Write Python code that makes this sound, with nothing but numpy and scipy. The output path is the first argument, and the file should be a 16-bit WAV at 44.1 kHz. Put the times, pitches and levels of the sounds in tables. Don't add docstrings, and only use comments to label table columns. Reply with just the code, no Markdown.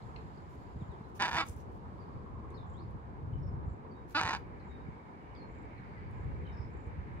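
import sys
import numpy as np
from scipy import signal
from scipy.fft import rfft, irfft
from scipy.io import wavfile
from scipy.ndimage import uniform_filter1d

SR = 44100
rng = np.random.default_rng(int(sys.argv[2]) if len(sys.argv) > 2 else 0)


def store_pcm(level_fs):
    pcm = np.round(np.clip(level_fs, -1, 1) * 32767).astype(np.int16)
    wavfile.write(sys.argv[1], SR, np.atleast_2d(pcm).T)


def ratio_of_db(decibels):
    return 10 ** (np.asarray(decibels, float) / 20)


N = 317520

# time_s, level_db, throat_hz, brightness_db, roughness (0-1)
SQUAWKS = [
    [(1.194, -42.5, 925, 5, 0.48), (1.215, -36.5, 966, 0.5, 0.43), (1.258, -38.5, 926, 4, 0.37),
     (1.275, -43, 960, -0.5, 1.1), (1.308, -46, 970, 0, 0.9), (1.362, -41, 920, 0.5, 0.8),
     (1.382, -37, 1230, 3.5, 0.31), (1.415, -39.5, 1180, 0, 0.35), (1.447, -51.5, 1147, -6, 0)],
    [(4.1455, -38.5, 1430, -3, 0.2), (4.167, -37, 1405, 2.5, 0.15), (4.195, -36.5, 1240, 2.5, 0.25),
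     (4.21, -38.5, 904, -0.5, 0.7), (4.24, -43, 990, -0.5, 0.85), (4.29, -43, 1030, -0.5, 0.8),
     (4.34, -41.5, 940, -1, 0.8), (4.362, -46, 920, 0, 0.5), (4.384, -60, 960, 0, 0.6)],
]
# time_s, peak_db
SLAPS = [(1.1988, -53), (1.2223, -29.5), (1.2318, -48), (1.259, -37), (1.2818, -50), (1.2926, -46),
         (1.3166, -45), (1.3297, -45), (1.3448, -39), (1.3561, -48), (1.3693, -32), (1.3856, -44),
         (1.4056, -42), (1.4126, -43), (4.2129, -32), (4.2336, -35), (4.2522, -43), (4.2628, -48),
         (4.2759, -36), (4.2863, -45), (4.2953, -43), (4.3102, -40), (4.334, -42), (4.3487, -39)]
# centre_hz, width_hz, first_call_db, second_call_db
HEAD = [(780, 200, -5, -5), (2330, 400, -6, -6), (2950, 380, -9, -9), (3560, 280, -6, -9),
        (4030, 340, -12, -8), (4680, 380, -8, -7.5), (5450, 500, -17, -17), (6300, 400, -20, -16),
        (7300, 400, -23, -29), (9000, 700, -30, -30), (10200, 1200, -32, -36), (12000, 1200, -36, -42),
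        (14800, 1500, -44, -42)]


def rms_one(x):
    return x / np.sqrt(np.mean(x ** 2) + 1e-20)


def at_hz(points, hz, order=1):
    points = np.array(points)
    return np.interp(np.log(hz), np.log(points[:, 0]), points[:, order])


def bumps(rows):
    t = np.arange(N) / SR
    return sum(ratio_of_db(db) * np.exp(-((t - s) / width) ** 2) for s, width, db in rows)


def drift(rate):
    coarse = 40
    r = np.exp(-2 * np.pi * coarse * rate / SR)
    noise = rng.standard_normal(N // coarse + 2002)
    slow = signal.lfilter([1], [1, -2 * r, r * r], noise)[2000:]
    return np.interp(np.arange(N) / coarse, np.arange(len(slow)), rms_one(slow))


def resonance(x, hz, width_hz):
    hz = np.broadcast_to(hz, len(x))
    r = np.exp(-np.pi * width_hz / SR)
    step = 64 if np.ptp(hz) else len(x)
    zeros = [(1 - r * r) / 2, 0, (r * r - 1) / 2]
    out, state = np.zeros(len(x)), np.zeros(2)
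    for i in range(0, len(x), step):
        poles = [1, -2 * r * np.cos(2 * np.pi * hz[i] / SR), r * r]
        out[i:i + step], state = signal.lfilter(zeros, poles, x[i:i + step], zi=state)
    return out


def banded_noise(spectrum, patchy_db, flicker_hz, alike=None):
    # band_hz, likeness (-1 to 1)
    likeness = [(60, 0.46), (110, 0.92), (200, 1), (380, 0.49), (700, -0.066), (1290, -0.73), (2380, 0.29),
                (4400, -0.28), (8120, 0.21), (15000, 0.096)]
    # band_hz, left_minus_right_db
    lean_points = [(60, 0.5), (110, 0.5), (200, 0.5), (380, 2.0), (700, -0.5), (1290, -2.5), (2380, -2.0),
                   (4400, 5.0), (8120, 1.5), (15000, 0.0)]
    lowest, highest = spectrum[0][0], spectrum[-1][0]
    edges = lowest * 2 ** np.arange(0, np.log2(highest / lowest) + 1 / 6, 1 / 3)
    together = drift(flicker_hz / 3)
    white = rng.standard_normal((2, 2, N))
    out = 0
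    for k, (low, high) in enumerate(zip(edges, np.minimum(edges[1:], .45 * SR))):
        band = signal.butter(2, [low, high], "band", fs=SR, output="sos")
        mid, side = signal.sosfilt(band, white[k % 2])
        hz = np.sqrt(low * high)
        like = np.clip(at_hz(likeness, hz) if alike is None else alike, -.95, .95)
        gain = ratio_of_db(at_hz(spectrum, hz) + patchy_db * (.8 * together + drift(flicker_hz)))
        lean = ratio_of_db(at_hz(lean_points, hz) / 2 * np.array([[1], [-1]]))
        out = out + gain * lean * (np.sqrt(1 + like) * mid + np.sqrt(1 - like) * side * [[1], [-1]])
    return out / np.sqrt(np.mean(out.mean(axis=0) ** 2))


def wood_tail(x):
    t60_s = 0.27
    t = np.arange(SR // 2) / SR
    response = rng.standard_normal((2, len(t))) * ratio_of_db(-26.0 - 60 * t / t60_s)
    return signal.fftconvolve(x[None], response, axes=1)[:, :N]


def road():
    # band_hz, density_db (per Hz)
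    drone = [(59, -34), (100, -12.5), (155, -6), (350, -6.5), (433, -7.5), (590, -14), (640, -17.5),
             (700, -29), (910, -45), (1540, -120)]
    # band_hz, density_db (per Hz)
    roar = [(330, -40.5), (560, -1), (590, -40.5), (639, -8.5), (896, -0.5), (1000, -3.5), (1360, -11),
            (1600, -16.5), (2080, -63.5), (3520, -120)]
    t = np.arange(N) / SR
    engines = ratio_of_db(-56.5) * banded_noise(drone, patchy_db=1.5, flicker_hz=13)
    tyres = ratio_of_db(-61.5 - 0.12 * t) * banded_noise(roar, patchy_db=1.2, flicker_hz=20.3)
    return engines + tyres


def machine():
    # band_hz, density_db (per Hz)
    whine = [(760, -41), (1300, -5), (1670, -2), (1980, 7), (2240, -8), (2400, -4), (2580, -7.5),
             (2860, -28), (3200, -12), (4160, -56), (7040, -120)]
    # time_s, width_s, level_db
    swells = [
        (0.1, 0.56, -83),
        (4.6, 0.52, -76.5),
        (5.96, 0.56, -69.5),
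        (7.2, 0.55, -69),
    ]
    idle_db, on_db, start_s, rise_s = -74.5, -73, 4.2, 0.17
    running = np.clip((np.arange(N) / SR - start_s) / rise_s, 0, 1)
    gain = ratio_of_db(idle_db + (on_db - idle_db) * running) + bumps(swells)
    return gain * banded_noise(whine, patchy_db=1.04, flicker_hz=13)


def leaves():
    # band_hz, density_db (per Hz)
    rustle = [(1590, -36.5), (2700, -3), (3860, -5), (4590, -6), (5720, -14), (7140, -11.5), (9250, -35),
              (11200, -7.5), (12000, -27), (12700, -24), (16500, -46), (22000, -120)]
    start_db, steady_db, settle_s = -75.5, -81, 1
    lull_s, lull_width_s, lull_db = 3.53, 0.9, -3
    t = np.arange(N) / SR
    rustle_db = steady_db + (start_db - steady_db) * np.exp(-t / settle_s)
    rustle_db = rustle_db + lull_db * np.exp(-((t - lull_s) / lull_width_s) ** 2)
    out = ratio_of_db(rustle_db) * banded_noise(rustle, patchy_db=-0.5, flicker_hz=6.1)
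    return signal.sosfilt(signal.butter(8, 12600, fs=SR, output="sos"), out)


def wind():
    # time_s, level_db
    breeze = [(0, -50.5), (.66, -56), (1.1, -54.5), (1.4, -52.5), (1.85, -52.5), (2.9, -49.5),
              (3.12, -52.5), (3.3, -42), (3.72, -45), (3.77, -55.5), (4.85, -51), (5.0, -61.5),
              (5.5, -52.5), (5.75, -54), (6.3, -44), (6.75, -51), (7.2, -47)]
    # time_s, level_db
    gusts = [(0.819, -40), (0.898, -47.5), (0.77, -42.5), (1.35, -44), (1.5, -62), (1.561, -58),
             (2.166, -47.5), (2.951, -47), (4.889, -43.5), (6.26, -59), (6.34, -67), (6.609, -50),
             (6.992, -49.5)]
    # band_hz, density_db (per Hz)
    buffet = [(12, -40.5), (20, -9), (51, 1.5), (75, -1.5), (145, -6.5), (211, -14.5), (372, -28),
              (431, -24.5), (500, -27.5), (650, -61), (1100, -120)]
    gust_width_s = 0.012
    breeze_s, breeze_db = np.transpose(breeze)
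    air = ratio_of_db(np.interp(np.arange(N) / SR, breeze_s, breeze_db))
    air = air + bumps([(s, gust_width_s, db) for s, db in gusts])
    return air * banded_noise(buffet, patchy_db=.7, flicker_hz=14, alike=.35)


def thumps():
    # time_s, peak_db, push_hz
    pushes = [(0.763, -37, 178), (.78, -48, 110), (0.824, -35, 143), (0.893, -37, 151), (1.012, -39.5, 186),
              (1.505, -37.5, 80), (1.568, -41.5, 99), (5.8, -42, 149), (2.959, -49, 110),
              (3.28, -36.5, 102), (3.334, -31.5, 110), (3.462, -36, 90), (3.492, -34, 81),
              (3.543, -32, 130), (3.681, -34.5, 90), (3.714, -36, 85), (4.251, -37, 120),
              (6.262, -38.5, 90), (6.336, -37, 85), (6.554, -41, 90), (6.604, -35, 85), (6.657, -38.5, 80),
              (6.877, -38.5, 90), (6.995, -33, 74)]
    t, out = np.arange(N) / SR, 0
    for (s, db, hz), lean_db in zip(pushes, rng.normal(0, 1.4, len(pushes))):
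        u = np.clip((t - s) * hz * 4, -9, 9)
        out = out - ratio_of_db(db + 4 + lean_db * np.array([[1], [-1]])) * u * np.exp(-u ** 2 / 2)
    return out


def trills():
    # start_s, length_s, singer (row of singers; 4 the machine, 5 the road), level_db
    calls = [(0, .97, 3, -87.5), (.79, .11, 3, -83), (0, .14, 3, -86), (.53, .25, 2, -86),
             (.327, .1, 2, -77.5), (1.99, .3, 2, -86), (2.663, .13, 0, -80.5), (3.66, .11, 0, -84),
             (4.64, .089, 0, -85), (5.479, .18, 0, -83.5), (5.797, .32, 2, -84), (6.136, .14, 0, -86),
             (6.522, .16, 1, -82), (6.7, .2, 0, -84.5), (4.35, 2.83, 4, -72.5), (1.897, 1.1, 5, -61.5),
             (5.18, .17, 6, -79)]
    # centre_hz, width_hz,
    # throbs_per_s
    singers = [(7250, 830, 29), (4800, 710, 24), (4560, 690, 22), (7150, 230, 98), (2243, 160, 14),
               (1056, 190, 11), (2870, 210, 7.5)]
    out = np.zeros((2, N))
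    for s, length, singer, db in calls:
        hz, width_hz, throbs = singers[singer]
        t = np.arange(int(length * SR)) / SR
        throb = (.3 + np.exp(-3.0 * (t * throbs % 1))) * np.sin(np.pi * t / length) ** .4
        noise = rng.standard_normal((2, len(t))) * throb
        buzz = [resonance(resonance(w, hz, width_hz), hz, width_hz) for w in noise]
        out[:, round(s * SR):][:, :len(t)] += ratio_of_db(db) * rms_one(np.array(buzz))
    return out


def birds():
    # start_s, length_s, from_hz, to_hz, level_db
    early = [(0.16, .04, 4330, 4300, -80), (1.035, 0.023, 4200, 3900, -80), (1.992, 0.043, 5000, 4500, -80),
             (2.54, .016, 4200, 4500, -72), (2.545, .027, 5160, 5000, -78), (2.561, 0.038, 4600, 3470, -70),
             (2.601, .04, 3650, 3450, -78), (2.8, .035, 4550, 4420, -82), (2.809, .04, 5030, 4900, -86),
             (3.33, 0.014, 2840, 3100, -74), (3.345, .03, 3050, 2950, -82), (3.906, 0.028, 4700, 4500, -80),
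             (3.94, .07, 3770, 3790, -86), (4.594, 0.028, 4600, 3970, -79), (4.684, .105, 3810, 3700, -78),
             (4.79, .05, 3750, 3800, -85), (5.362, 0.02, 5140, 4380, -70),
             (5.378, 0.064, 4380, 4210, -72.5), (5.774, .017, 4420, 3920, -76),
             (5.948, 0.047, 2250, 1930, -67), (6.29, .05, 2760, 2740, -79), (6.448, 0.12, 3750, 3710, -82),
             (6.45, .014, 3250, 3000, -74), (6.47, 0.016, 3250, 2890, -67)]
    # start_s, length_s, from_hz, to_hz, level_db
    slurs = [
        (0.797, 0.038, 3940, 2930, -78),
        (0.885, 0.062, 4130, 3000, -80),
        (2.735, 0.084, 3130, 5000, -76),
    ]
    # start_s, top_hz, then level_db of each note
    wren = [
        (3.376, 5430, -89, -79, -77, -96),
        (6.52, 5340, -76.5, -72, -73, -86),
    ]
    period_s, note_s, arch_hz, peak_at = .0445, .026, 420, .45
    notes = [(row, lambda u: 1 - (1 - u) ** 1.65) for row in early]
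    notes += [(row, lambda u: u ** 1.6) for row in slurs]
    for s, top, *levels_db in wren:
        for k, db in enumerate(levels_db):
            row = (s + k * period_s, note_s, top, top - arch_hz, db - 2)
            notes.append((row, lambda u: (u / peak_at - 1) ** 2))
    out = np.zeros(N)
    flutter = rms_one(uniform_filter1d(rng.standard_normal(SR // 4), size=90))
    for k, ((s, length, hz0, hz1, db), shape) in enumerate(notes):
        u = np.linspace(0, 1, int(length * SR))
        phase = 2 * np.pi * np.cumsum(hz0 + (hz1 - hz0) * shape(u)) / SR
        gain = ratio_of_db(db + 3 + 1.5 * np.roll(flutter, 400 * k)[:len(u)])
        out[round(s * SR):][:len(u)] += gain * np.sin(np.pi * u) ** .6 * np.sin(phase)
    sides = np.array([ratio_of_db(7.0) * out, -ratio_of_db(-5.0) * np.roll(out, 3)])
    return sides + wood_tail(out)


def ticks():
    # time_s, peak_db, ring_hz
    taps = [(.023, -62, 4030), (0.16, -50, 2110), (0.162, -51, 2720), (.162, -52, 4230),
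            (2.504, -68, 11100), (5.626, -74, 11600), (4.108, -64, 4300), (4.108, -66, 7050),
            (4.6, -73, 4700), (.9194, -74, 8700), (1.4664, -54, 9100), (1.486, -48, 6640),
            (1.5644, -54, 12100), (1.571, -66, 5740), (1.6044, -64, 6200), (1.6194, -72, 6000),
            (1.7194, -77, 7900), (2.504, -67, 7400), (2.505, -82, 4470), (2.909, -67, 11600),
            (3.6994, -75, 4380), (5.3514, -61, 4500), (5.36, -61, 3460), (6.1114, -66, 11500),
            (6.4656, -62, 3900), (6.8674, -72, 8750), (1.4945, -56, 5900), (1.4955, -46, 10500),
            (1.498, -54, 14500), (1.487, -48, 10400), (1.474, -64, 6500), (1.614, -68, 7550),
            (2.505, -71, 3600)]
    out, t = np.zeros((2, N + 900)), np.arange(900) / SR
    for s, db, hz in taps:
        width_hz, fade = hz ** 2 / 22000, 14 / hz
        noise = rng.standard_normal((2, 900)) * t * np.exp(-2 * t / fade)
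        rings = [resonance(resonance(w, hz, width_hz), hz, width_hz) for w in noise]
        out[:, round((s - fade / 2) * SR):][:, :900] += ratio_of_db(db - 11.5) * rms_one(np.array(rings))
    out = out[:, :N]
    return out + ratio_of_db(-7.5) * wood_tail(out[0])


def feathers():
    # start_s, length_s, level_db
    rubs = [(0, .12, -93), (0.488, .09, -76), (0.576, 0.087, -80), (1.083, .03, -80), (1.146, 0.048, -63),
            (1.19, 0.24, -62.5), (1.41, .06, -70), (1.452, 0.091, -63), (1.464, 0.031, -65),
            (1.56, 0.074, -71), (1.628, .04, -89), (1.698, 0.089, -79), (4.075, 0.089, -69),
            (4.096, 0.038, -73), (4.144, 0.27, -72)]
    # band_hz, density_db (per Hz)
    plumage = [(1470, -26), (2500, 3), (3110, -1), (4110, -3), (6550, 0.5), (9080, -31), (11600, 26.5),
               (13400, 5), (14800, -7), (16000, -12)]
    t = np.arange(N) / SR
    swell = 0
    for s, length, db in rubs:
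        swell = swell + ratio_of_db(db) * np.sin(np.pi * np.clip((t - s) / length, 0, 1)) ** 0.41
    return swell * banded_noise(plumage, patchy_db=2.0, flicker_hz=80, alike=-.1)


def hollowed(x, call):
    # centre_hz, width_hz, first_call_depth (0-1), second_call_depth (0-1)
    hollows = [(3340, 130, 0.045, 0.95), (4380, 130, 0.12, 0.31), (6540, 270, 1, 0.32)]
    for hz, width_hz, *depths in hollows:
        x = x - np.clip(depths[call], 0, 1) * resonance(x, hz, width_hz)
    return x


def slaps():
    cracks, fade = np.full(N, 1e-18), np.exp(-np.arange(200) / 32)
    for s, db in SLAPS:
        cracks[round((s + .001) * SR):][:200] = ratio_of_db(db + 19.5) * rng.standard_normal(200) * fade
    calls = []
    for call in range(2):
        rung = sum(ratio_of_db(1.25 * row[2 + call]) * resonance(cracks, row[0], 2 * row[1]) for row in HEAD[3:])
        calls.append(hollowed(rung, call))
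    return np.where(np.arange(N) < SQUAWKS[1][0][0] * SR, calls[0], calls[1])


def flap_phase(start, size, wander):
    s = np.array(SLAPS)[:, 0]
    s = np.r_[0, s, s[-1] + 1]
    cycles = np.r_[0, np.cumsum(np.maximum(1, np.round(np.diff(s) * 190)))]
    even = np.interp((start + np.arange(size)) / SR, s, cycles)
    return np.maximum.accumulate(even + .13 * wander)


def gesture(rows, register):
    held_hz, switch_s = 324, .006
    attack_s, release_s = 0.0047, 0.0086
    throb_db, throb_bright_db, throb_width_s = 6, 3.5, .005
    catch_s, catch_width_s, catch_db = 1.308, .004, -7
    start, size = int(rows[0][0] * SR), int((rows[-1][0] - rows[0][0]) * SR)
    t = (start + np.arange(size)) / SR
    times, *columns = np.array(rows).T
    db, throat, bright_db, rough = [np.interp(t, times, c) for c in columns]
    open_hz, open_s, close_hz, close_s = register
    held = np.clip((t - t[0] - open_s) / switch_s + .5, 0, 1)
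    slack = np.clip((t - t[-1] + close_s) / switch_s + .5, 0, 1)
    rate = open_hz + (held_hz - open_hz) * held + (close_hz - held_hz) * slack
    flap = np.clip(rough, 0, 1) * held
    jitter = .003 + .03 * flap
    weak_db = np.minimum(1.5 + 11 * flap, 8) * held * (1 - .5 * slack)
    edges = np.clip(np.minimum((t - t[0]) / attack_s, (t[-1] - t) / release_s), 0, 1)
    throb = flap * (sum(np.exp(-((t - s) / throb_width_s) ** 2) for s, _ in SLAPS) - .5)
    bright_db = bright_db + throb_bright_db * throb
    caught_db = catch_db * np.exp(-((t - catch_s) / catch_width_s) ** 2)
    gain = edges * ratio_of_db(db + throb_db * throb + caught_db)
    return start, size, gain, throat, bright_db, rate, jitter, weak_db, flap


def membrane(start, size, rate, jitter, weak_db, flap):
    wobble = rms_one(uniform_filter1d(rng.standard_normal((2, size)), size=120))
    cycle = np.floor(np.cumsum(rate * (1 + jitter * wobble[0])) / SR + .97)
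    flap_cycle = flap_phase(start, size, wobble[1])
    choke = 1 - flap * (1 - np.exp(-5 * (flap_cycle % 1)))
    beats_db = -weak_db * (cycle % 2) + 40 * jitter * rng.standard_normal(size)
    beats = np.diff(cycle, prepend=0) * ratio_of_db(beats_db)
    flap_count = np.floor(flap_cycle)
    flaps = np.diff(flap_count, prepend=flap_count[0]) * flap * ratio_of_db(3 * rng.standard_normal(size))
    air = ratio_of_db(-42 + 10 * flap) * rng.standard_normal(size) * choke
    pulses = beats * choke * (1 - .7 * flap)
    return signal.lfilter([1], [1, -.6], pulses + flaps + air)


def squawk(rows, register, call):
    start, size, gain, throat, bright_db, rate, jitter, weak_db, flap = gesture(rows, register)
    source = membrane(start, size, rate, jitter, weak_db, flap)
    beak, beak_db = 1.865 * throat, -1.5 + 1.9 * bright_db
    low = resonance(source, throat, 208) - ratio_of_db(beak_db) * resonance(source, beak, 175)
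    low = low + ratio_of_db(-7.0) * resonance(source, 1350, 210)
    low = signal.sosfilt(signal.butter(2, [480, 2800], "band", fs=SR, output="sos"), low)
    high = 0
    for k, (hz, width_hz, *levels_db) in enumerate(HEAD):
        ring = resonance(resonance(source, hz, width_hz), hz, 2 * width_hz)
        high = high + ratio_of_db(levels_db[call]) * (-1) ** (k + 1) * ring
    high = signal.sosfilt(signal.butter(2, 7800, fs=SR, output="sos"), high)
    chest = resonance(resonance(source, 323, 93), 323, 2 * 93)
    voice = hollowed(low + ratio_of_db(bright_db) * high, call)
    voice = voice + ratio_of_db(-9) * (1 - flap) ** 2 * chest + ratio_of_db(-19.5) * resonance(source, 525, 240)
    voice = voice / np.sqrt(uniform_filter1d(voice ** 2, size=900) + 1e-12)
    voice = 2.6 * np.tanh(voice / 2.6)
    return np.pad(gain * voice, (start, N - start - size))


def ports(x):
    # band_hz, left_lead_rad, left_minus_right_db
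    pair = [(100, .05, 1.2), (700, .35, -.5), (1300, .75, -3), (2300, 1.7, -4.5), (3270, 2.35, -1.5),
            (3700, 2.1, 2), (4740, 2.0, 3.5), (6600, 2.3, 1), (8100, 2.3, -2.5), (10700, .6, -1),
            (15000, 2.0, -.5)]
    hz = np.fft.rfftfreq(N, 1 / SR) + 1
    half = ratio_of_db(at_hz(pair, hz, order=2) / 2) * np.exp(.5j * at_hz(pair, hz))
    return irfft(rfft(x) * [half, 1 / half], N)


def garden(x):
    # delay_s, level_db
    echoes = [(.0041, -23), (.0093, -24), (.017, -24), (.029, -28), (.046, -32), (.071, -36)]
    t = np.arange(4400) / SR
    smear = 0
    for lag, db in echoes:
        decay = np.exp(-np.abs(t - lag) / (0.39 * lag))
        smear = smear + ratio_of_db(db) * (t > lag) * decay / np.sqrt(lag * SR / 8)
    response = signal.lfilter([.6], [1, -.4], rng.standard_normal((2, len(t))) * smear)
    return signal.fftconvolve(x[None], response, axes=1)[:, :N]


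def parrot():
    # opening_hz, opening_s, closing_hz, closing_s
    registers = [
        (200, .021, 275, .028),
        (291, .025, 322, .02),
    ]
    voice = sum(squawk(*call) for call in zip(SQUAWKS, registers, range(2)))
    dry_voice = ratio_of_db(8.5) * voice + slaps()
    return ports(dry_voice) + garden(dry_voice)


def scene():
    background = road() + machine() + leaves() + wind() + thumps()
    garden_life = trills() + birds() + ticks()
    return background + garden_life + feathers() + parrot()


def roll_off(x):
    return signal.sosfilt(signal.butter(12, 16570, fs=SR, output="sos"), x)


def record(dry):
    # band_hz, gain_db
    microphone = [(20, -14), (45, -5.5), (70, 4), (8300, -1.5), (9200, -6), (10200, -6.5), (12300, -10),
                  (12800, -17), (13500, -21.5), (14200, -9.5), (15700, -6), (15950, -37)]
    colour = ratio_of_db(at_hz(microphone, np.fft.rfftfreq(N, 1 / SR) + 1))
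    return roll_off(irfft(rfft(dry) * colour, N))


dry = scene()
out = record(dry)
store_pcm(out)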